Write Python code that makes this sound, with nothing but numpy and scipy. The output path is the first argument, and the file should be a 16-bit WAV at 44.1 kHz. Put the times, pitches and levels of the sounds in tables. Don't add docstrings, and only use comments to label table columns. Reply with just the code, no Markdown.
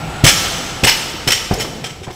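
import sys
import numpy as np
from scipy import signal
from scipy.fft import rfft, irfft
from scipy.io import wavfile
from scipy.ndimage import uniform_filter1d, map_coordinates

SR = 44100
rng = np.random.default_rng(int(sys.argv[2]) if len(sys.argv) > 2 else 0)


def to_linear_factor(level_db):
    exponent = np.asarray(level_db, float) / 20
    return 10 ** exponent


def file_out(sig):
    cols = np.atleast_2d(sig).T
    lim = np.clip(cols, -1, 1)
    pcm = np.round(lim * 32767).astype(np.int16)
    wavfile.write(sys.argv[1], SR, pcm)


N = 94815
T = np.arange(N) / SR


def unit(x):
    return x / np.sqrt(np.mean(x ** 2))


def band(x, hz, width_hz):
    return signal.lfilter(*signal.iirpeak(min(hz, 0.45 * SR), hz / width_hz, fs=SR), x)


def noise_band(x, hz, first_width_hz, second_width_hz):
    return unit(band(band(x, hz, first_width_hz), hz, second_width_hz))


def at_hz(hz, points):
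    p = np.array(points, float)
    return np.interp(np.log(hz), np.log(p[:, 0]), p[:, 1])


def colour(x, points):
    f = np.maximum(np.fft.rfftfreq(1024, 1 / SR), 1)
    cepstrum = irfft(np.log(to_linear_factor(at_hz(f, points))))
    cepstrum[1:512] *= 2
    cepstrum[513:] = 0
    response = irfft(np.exp(rfft(cepstrum)))
    return signal.fftconvolve(x, response)[:len(x)]


def ring(x, modes, even=False):
    out = 0
    for hz, db, t60 in modes:
        pole = np.exp(2j * np.pi * hz / SR - np.log(1000) / (t60 * SR))
        gain = np.sqrt(1 - abs(pole) ** 2) if even else 1
        out = out + to_linear_factor(db) * signal.lfilter([1], [1, -pole], x).imag * gain
    return out


def walk(rate_hz):
    k = int(SR / rate_hz)
    steps = np.repeat(rng.standard_normal(N // k + 1), k)
    return unit(uniform_filter1d(uniform_filter1d(steps, k), k)[:N])


def shifted(x, delay_samples):
    return map_coordinates(x, [np.arange(N) + delay_samples], mode="nearest")


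def burst(start_s, hold_s, release_s):
    rise = np.clip((T - start_s) / 0.003, 0, 1)
    return rise * np.exp(-np.maximum(T - start_s - hold_s, 0) / release_s)


def background():
    # pitch_hz, density_db (per Hz)
    hum_colour = [(25, 0), (100, -1), (170, -5), (400, -7), (800, -14.5), (2500, -13.5), (6000, -24.5),
                  (15500, -40.5)]
    # pitch_hz, width_hz, level_db
    earlier = [(98, 125, -34), (158.4, 56, -33), (780, 250, -31), (1380, 160, -34.5), (2900, 2300, -53),
               (5850, 1900, -57)]
    hum_db, whine_hz, whine_db, earlier_t60_s = -28.5, 7870, -47.5, 8.4
    hum = 0
    for hz in 28 * 2 ** np.arange(0, 9.2, 0.5):
        db = at_hz(hz, hum_colour) + 10 * np.log10(hz) + 2.0 * walk(9.7)
        hum = hum + to_linear_factor(db) * noise_band(rng.standard_normal(N), hz, hz / 2, hz / 2)
    echo = 0
    for hz, width, db in earlier:
        flicker = to_linear_factor(db + 1.5 * walk(12.9))
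        echo = echo + flicker * noise_band(rng.standard_normal(N), hz, width, width)
    whine = to_linear_factor(whine_db + 0.45 * walk(21)) * np.sqrt(2) * np.sin(2 * np.pi * whine_hz * T)
    return to_linear_factor(hum_db) * unit(hum) + echo * to_linear_factor(-60 * T / earlier_t60_s) + whine


def rumble():
    # start_s, level_db, hold_s, centre_hz
    rumbles = [(0.237, -16, 0.032, 450), (0.833, -26.5, 0.037, 740), (1.271, -18.5, 0.027, 470),
               (1.507, -17, 0.022, 752), (1.547, -20, 0.011, 500), (1.542, -23, 0.11, 130),
               (1.57, -17, 0.013, 530), (1.592, -14, .012, 374), (1.61, -22, 0.047, 424),
               (1.657, -25.5, 0.207, 186), (2.066, -18.5, 0.042, 568), (1.896, -25, 0.34, 91),
               (2.106, -26, 0.015, 370)]
    out = 0
    for s, db, hold, hz in rumbles:
        grain = rng.standard_normal(N) * to_linear_factor(2.5 * walk(150))
        out = out + to_linear_factor(db) * burst(s, hold, 0.0069) * noise_band(grain, hz, 1.28 * hz, 2.85 * hz)
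    return out


def thumps():
    # start_s, level_db, contact_ms, clack_db (relative to the push)
    landings = [(0.238, 7, 3.77, -17), (0.2453, -7, 2.6, -13), (.2595, -17, 2.2, -13),
                (.262, -16, 4.3, -19), (.832, -4, 2.66, -16), (0.843, -6, 2.7, -9), (.8605, -12, 1.6, -6),
                (1.2693, -8, 2.9, -11.5), (1.2761, -8.5, 3.4, -9), (1.304, -15, 2.7, -8),
                (1.509, -7.5, 3.5, -15), (1.5105, -2, 2.56, -1.5), (1.517, -7.5, 1.27, -4),
                (1.5206, -3, 3.4, -9.5), (1.5269, -9, 1.5, -8.5), (1.5305, -5.5, 3.9, -25),
                (1.5996, -15.5, 1.7, -12), (1.841, -13.5, 2.2, -1.5), (2.070, -14, 2.8, -24),
                (2.0756, -3.5, 3.5, -13), (2.1415, -23, 3.2, -11)]
    # pitch_hz, level_db, t60_s
    boards = [(43.6, -11, 0.19), (89, -26, 0.032), (130, 1, 0.039), (165.6, -3, 0.052), (243, -9, .03),
              (342, 8, 0.026)]
    # pitch_hz, level_db, t60_s
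    clack_modes = [(465, -3.5, 0.045), (676, -0.5, 0.017), (775, 9.5, 0.032), (1030, -12.5, 0.016)]
    swing_hz, swing_width_hz, rebound_s = 106, 110, 0.0025
    push, clack = np.zeros(N), np.zeros(N)
    for s, db, ms, clack_db in landings:
        bump = np.sin(np.pi * np.clip((T - s) / (ms / 1000), 0, 1))
        push -= to_linear_factor(db) * bump
        clack -= to_linear_factor(db + clack_db) * bump ** 5
    w = 2 * np.pi
    swing = signal.lfilter(*signal.bilinear([1, 0, 0], [1, w * swing_width_hz, (w * swing_hz) ** 2], SR), push)
    boom = ring(np.roll(push, int(rebound_s * SR)), boards)
    return 0.83 * swing - to_linear_factor(-48.5) * boom + to_linear_factor(-28.0) * ring(clack, clack_modes)


def loose_clicks():
    clicks_per_s, scatter_db, surge_db = 8000, 1.8, 1.2
    hits = (rng.random(N) < clicks_per_s / SR) * to_linear_factor(scatter_db * rng.exponential(size=N))
    return unit(hits * rng.standard_normal(N)) * to_linear_factor(surge_db * walk(250))


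def bar_ring(x):
    bar_hz = [1319, 2600, 3052, 3391, 4624, 5233, 5502, 5922, 6465, 6950, 7429, 7900, 8414, 8952]
    # level_db, t60_s
    bar_decay = [(-3, 0.37), (-37, .03), (3.5, 0.046), (-5, 0.048), (-7.5, 0.0089), (-5.5, 0.012),
                 (1, 0.029), (2, 0.046), (-0.5, 0.052), (-2, 0.084), (-1.5, 0.02), (-11.5, 0.014),
                 (-3.5, 0.026), (-13.5, 0.022)]
    modes = [(hz, db, t60) for hz, (db, t60) in zip(bar_hz, bar_decay)]
    wander_s = 0.00282 * walk(12) / 20
    return shifted(ring(x, modes, True), SR * wander_s)


def chatter():
    # start_s, level_db, hold_s, ringing_share (0-1), tilt (dull below -1.4, fully bright above
    bursts = [(0.239, -30, .002, .1, 0), (0.24, 0.5, 0.012, 0.28, 1.55), (0.2598, -13.5, 0.011, 0.5, -2),
              (0.263, -2, 0.036, 0.6, 1.5), (0.297, -27, 0.0081, 0.5, 5), (0.8349, -5.5, 0.018, 0.33, 0.5),
              (.857, -26, 0.0086, 0.06, 3), (.868, -5.5, 0.029, 0.3, -0.2), (0.894, -19, 0.035, 0.5, 1),
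              (0.924, -25, 0.0055, 0.8, 2), (1.274, -5, 0.013, 0.27, 0), (1.285, -13, 0.01, 0.7, 2.5),
              (1.302, -10.5, 0.009, 0.35, 1), (1.3173, -7, 0.015, 0.1, -0.4), (1.33, -36, 0.0055, 0.5, 11),
              (1.373, -19.5, 0.0054, 0.8, -3), (1.5364, -4.5, 0.0031, 0.5, 5), (1.583, -29, 0.02, 0.4, -1),
              (1.597, -11, 0.029, 0.3, 2), (1.839, -11.5, 0.012, 0.6, -0.5), (1.856, -18, 0.017, .6, -2.5),
              (1.895, -22, 0.014, 0.7, -6), (2.03, -19, 0.017, 0.94, 0), (2.049, -20, 0.0047, 0.4, 0),
              (2.104, -18.5, 0.0098, .6, -0.5), (2.121, -19, 0.028, 0.5, 20)]
    # pitch_hz, level_db, t60_s
    sleeve_modes = [(1970, -25, 0.0089), (1960, -8, 0.038), (2360, -0.5, 0.012), (2580, 2, 0.018),
                    (2667, -12, 0.0091), (2900, -0.5, 0.013), (3130, 6.5, 0.018), (3500, 9.5, 0.0053),
                    (4430, -5, 0.011), (5180, -0.5, 0.048), (5356, -9, 0.0085), (5474, 5.5, 0.0065),
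                    (6100, 0, 0.0075), (7770, 4, 0.027)]
    # pitch_hz, density_db (per Hz)
    steel = [(300, -27), (900, -1.5), (1800, 6.5), (3300, 8), (6000, 3.5), (8000, -1.5), (10000, -5),
             (15500, -8)]
    release_s, bar_db = 0.0045, -20.5
    after_db, after_t60_s, after_full_s = -17, 1.35, 0.036
    clicks = loose_clicks()
    bright = unit(np.diff(clicks, prepend=0))
    tonal, broad, shake_power = np.zeros(N), np.zeros(N), np.zeros(N)
    for s, db, hold, share, tilt in bursts:
        fading = to_linear_factor(db + after_db - 60 * np.maximum(T - s, 0) / after_t60_s)
        shake_power += (np.clip((T - s) / 0.003, 0, 1) * fading) ** 2 * hold / after_full_s
        share, lean = np.clip(share, 0, 1), np.clip(0.26 + 0.19 * tilt, 0, 1)
        source = to_linear_factor(db) * burst(s, hold, release_s) * ((1 - lean) * clicks + lean * bright)
        tonal += np.sqrt(share) * source
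        broad += np.sqrt(1 - share) * source
    after = np.sqrt(shake_power) * rng.standard_normal(N) * to_linear_factor(0.5 * walk(64))

    def rms_of(x):
        return np.sqrt(np.mean(x ** 2))

    sleeves = ring(tonal + 0.061 * after, sleeve_modes, True) / rms_of(ring(clicks, sleeve_modes, True))
    scrape = colour(broad + after, steel) / rms_of(colour(clicks, steel))
    return sleeves + scrape + to_linear_factor(bar_db) * bar_ring(tonal + broad + to_linear_factor(11.5) * after)


def blows():
    # start_s, level_db, pitch_hz, t60_s
    pings = [(0.2658, -2, 2836, 0.028), (.268, -5, 7740, .04), (0.273, -12, 5360, 0.043),
             (.283, -9, 3120, .035), (0.298, -7, 2470, 0.025), (0.308, -14, 2980, 0.021),
             (.8385, 1, 2510, 0.013), (0.843, -14, 5640, 0.027), (.851, -5, 8010, .025),
             (.864, -9, 2920, .03), (.872, -5, 2780, 0.029), (.877, -11, 5200, .03),
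             (.882, -2, 3060, 0.032), (.890, -2, 5220, .03), (.898, -12, 3260, 0.021),
             (0.918, -9, 2970, .04), (1.278, -5.5, 5340, 0.036), (1.2763, -7.5, 3130, 0.028),
             (1.285, -11, 2320, 0.035), (1.3056, -5, 2574, .03), (1.3056, -16, 5370, 0.06),
             (1.319, -12, 1960, 0.017), (1.321, -0.5, 5590, .03), (1.322, -5, 3025, 0.046),
             (1.334, -5, 3100, 0.031), (1.332, -4.5, 5520, 0.039), (1.538, -8, 5270, 0.02),
             (1.538, -22, 8900, 0.0079), (1.586, -16.5, 6840, 0.09), (1.605, -10.5, 2130, 0.036),
             (1.605, -10.5, 5400, 0.058), (1.607, -11, 7950, .015), (1.612, -11.5, 1895, .04),
             (1.845, -10.5, 2460, .03), (1.846, -11, 3190, 0.031), (1.844, -12, 5500, .03),
             (.846, -12.5, 2116, .04), (.885, -11, 2000, 0.054), (.92, -15.5, 2010, 0.07),
             (.276, -7, 2220, 0.037), (.29, -9, 2550, 0.034)]
    # start_s, level_db, pitch_hz, t60_s
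    knocks = [(0.328, -18, 180, 0.18), (.836, -11, 522, 0.059), (.853, -22, 634, 0.034),
              (.872, -9, 900, 0.065), (1.14, -18, 318.4, 0.08), (1.512, -10, 48, 0.28),
              (1.513, -18, 897, 0.056), (1.574, -10.5, 448, .1), (.246, -11.5, 526, 0.077),
              (1.815, -8.5, 150, 0.11), (1.842, -16.5, 172, 0.065), (1.904, -11.5, 148, 0.12),
              (2.015, -14, 380, 0.14), (2.079, -12, 130, .07), (2.084, -8.5, 732, 0.077),
              (2.104, -5, 355, 0.048)]
    out = 0
    for s, db, hz, t60 in pings + knocks:
        late = np.maximum(T - s, 0)
        rise = np.clip(late / max(0.001, 1 / hz), 0, 1)
        out = out + to_linear_factor(db - 60 * late / t60) * rise * np.sin(2 * np.pi * hz * late)
    return out


def hall(x):
    # pitch_hz, t60_s, level_db
    hall_bands = [(54.7, 1.4, -21), (134, 0.22, -14.5), (231, 3.1, -23), (500, 4.3, -10.5),
                  (950, 4.16, -10), (1730, 0.86, -9), (4220, 1.75, -8.5), (8600, 1.2, -16.5),
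                  (13300, 0.81, -8.5)]
    gap_s, early_t60_s, early_db = 0.01, 0.091, 12
    late = np.maximum(T - gap_s, 0)
    tail = 0
    for hz, t60, db in hall_bands:
        env = to_linear_factor(-60 * late / t60) + to_linear_factor(early_db - 60 * late / early_t60_s)
        noise = noise_band(rng.standard_normal(N), hz, hz * 1.17, hz * 1.17)
        tail = tail + to_linear_factor(db) * noise * env * np.sqrt(hz / SR / SR * 20) * np.clip(late / 0.015, 0, 1)
    return signal.fftconvolve(x, tail)[:N]


def scene():
    near = rumble() + thumps() + chatter() + blows()
    air_drift_s = 0.0001576 * walk(25)
    wet = shifted(hall(near), SR * air_drift_s)
    return (background() + near + wet)[None]


def roll_off(x):
    return signal.sosfilt(signal.butter(12, 15700, fs=SR, output="sos"), x)


def record(dry):
    clip_db, top_hz, fade_start_s, fade_end_s = -0.3, 16000, 0.75, 2.4
    x = np.clip(dry, -to_linear_factor(clip_db), to_linear_factor(clip_db))
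    x = signal.sosfilt(signal.cheby2(14, 38, top_hz, fs=SR, output="sos"), x)
    fade = np.clip((fade_end_s - T) / (fade_end_s - fade_start_s), 0, 1)
    return roll_off(x * fade)


dry = scene()
out = record(dry)
file_out(out)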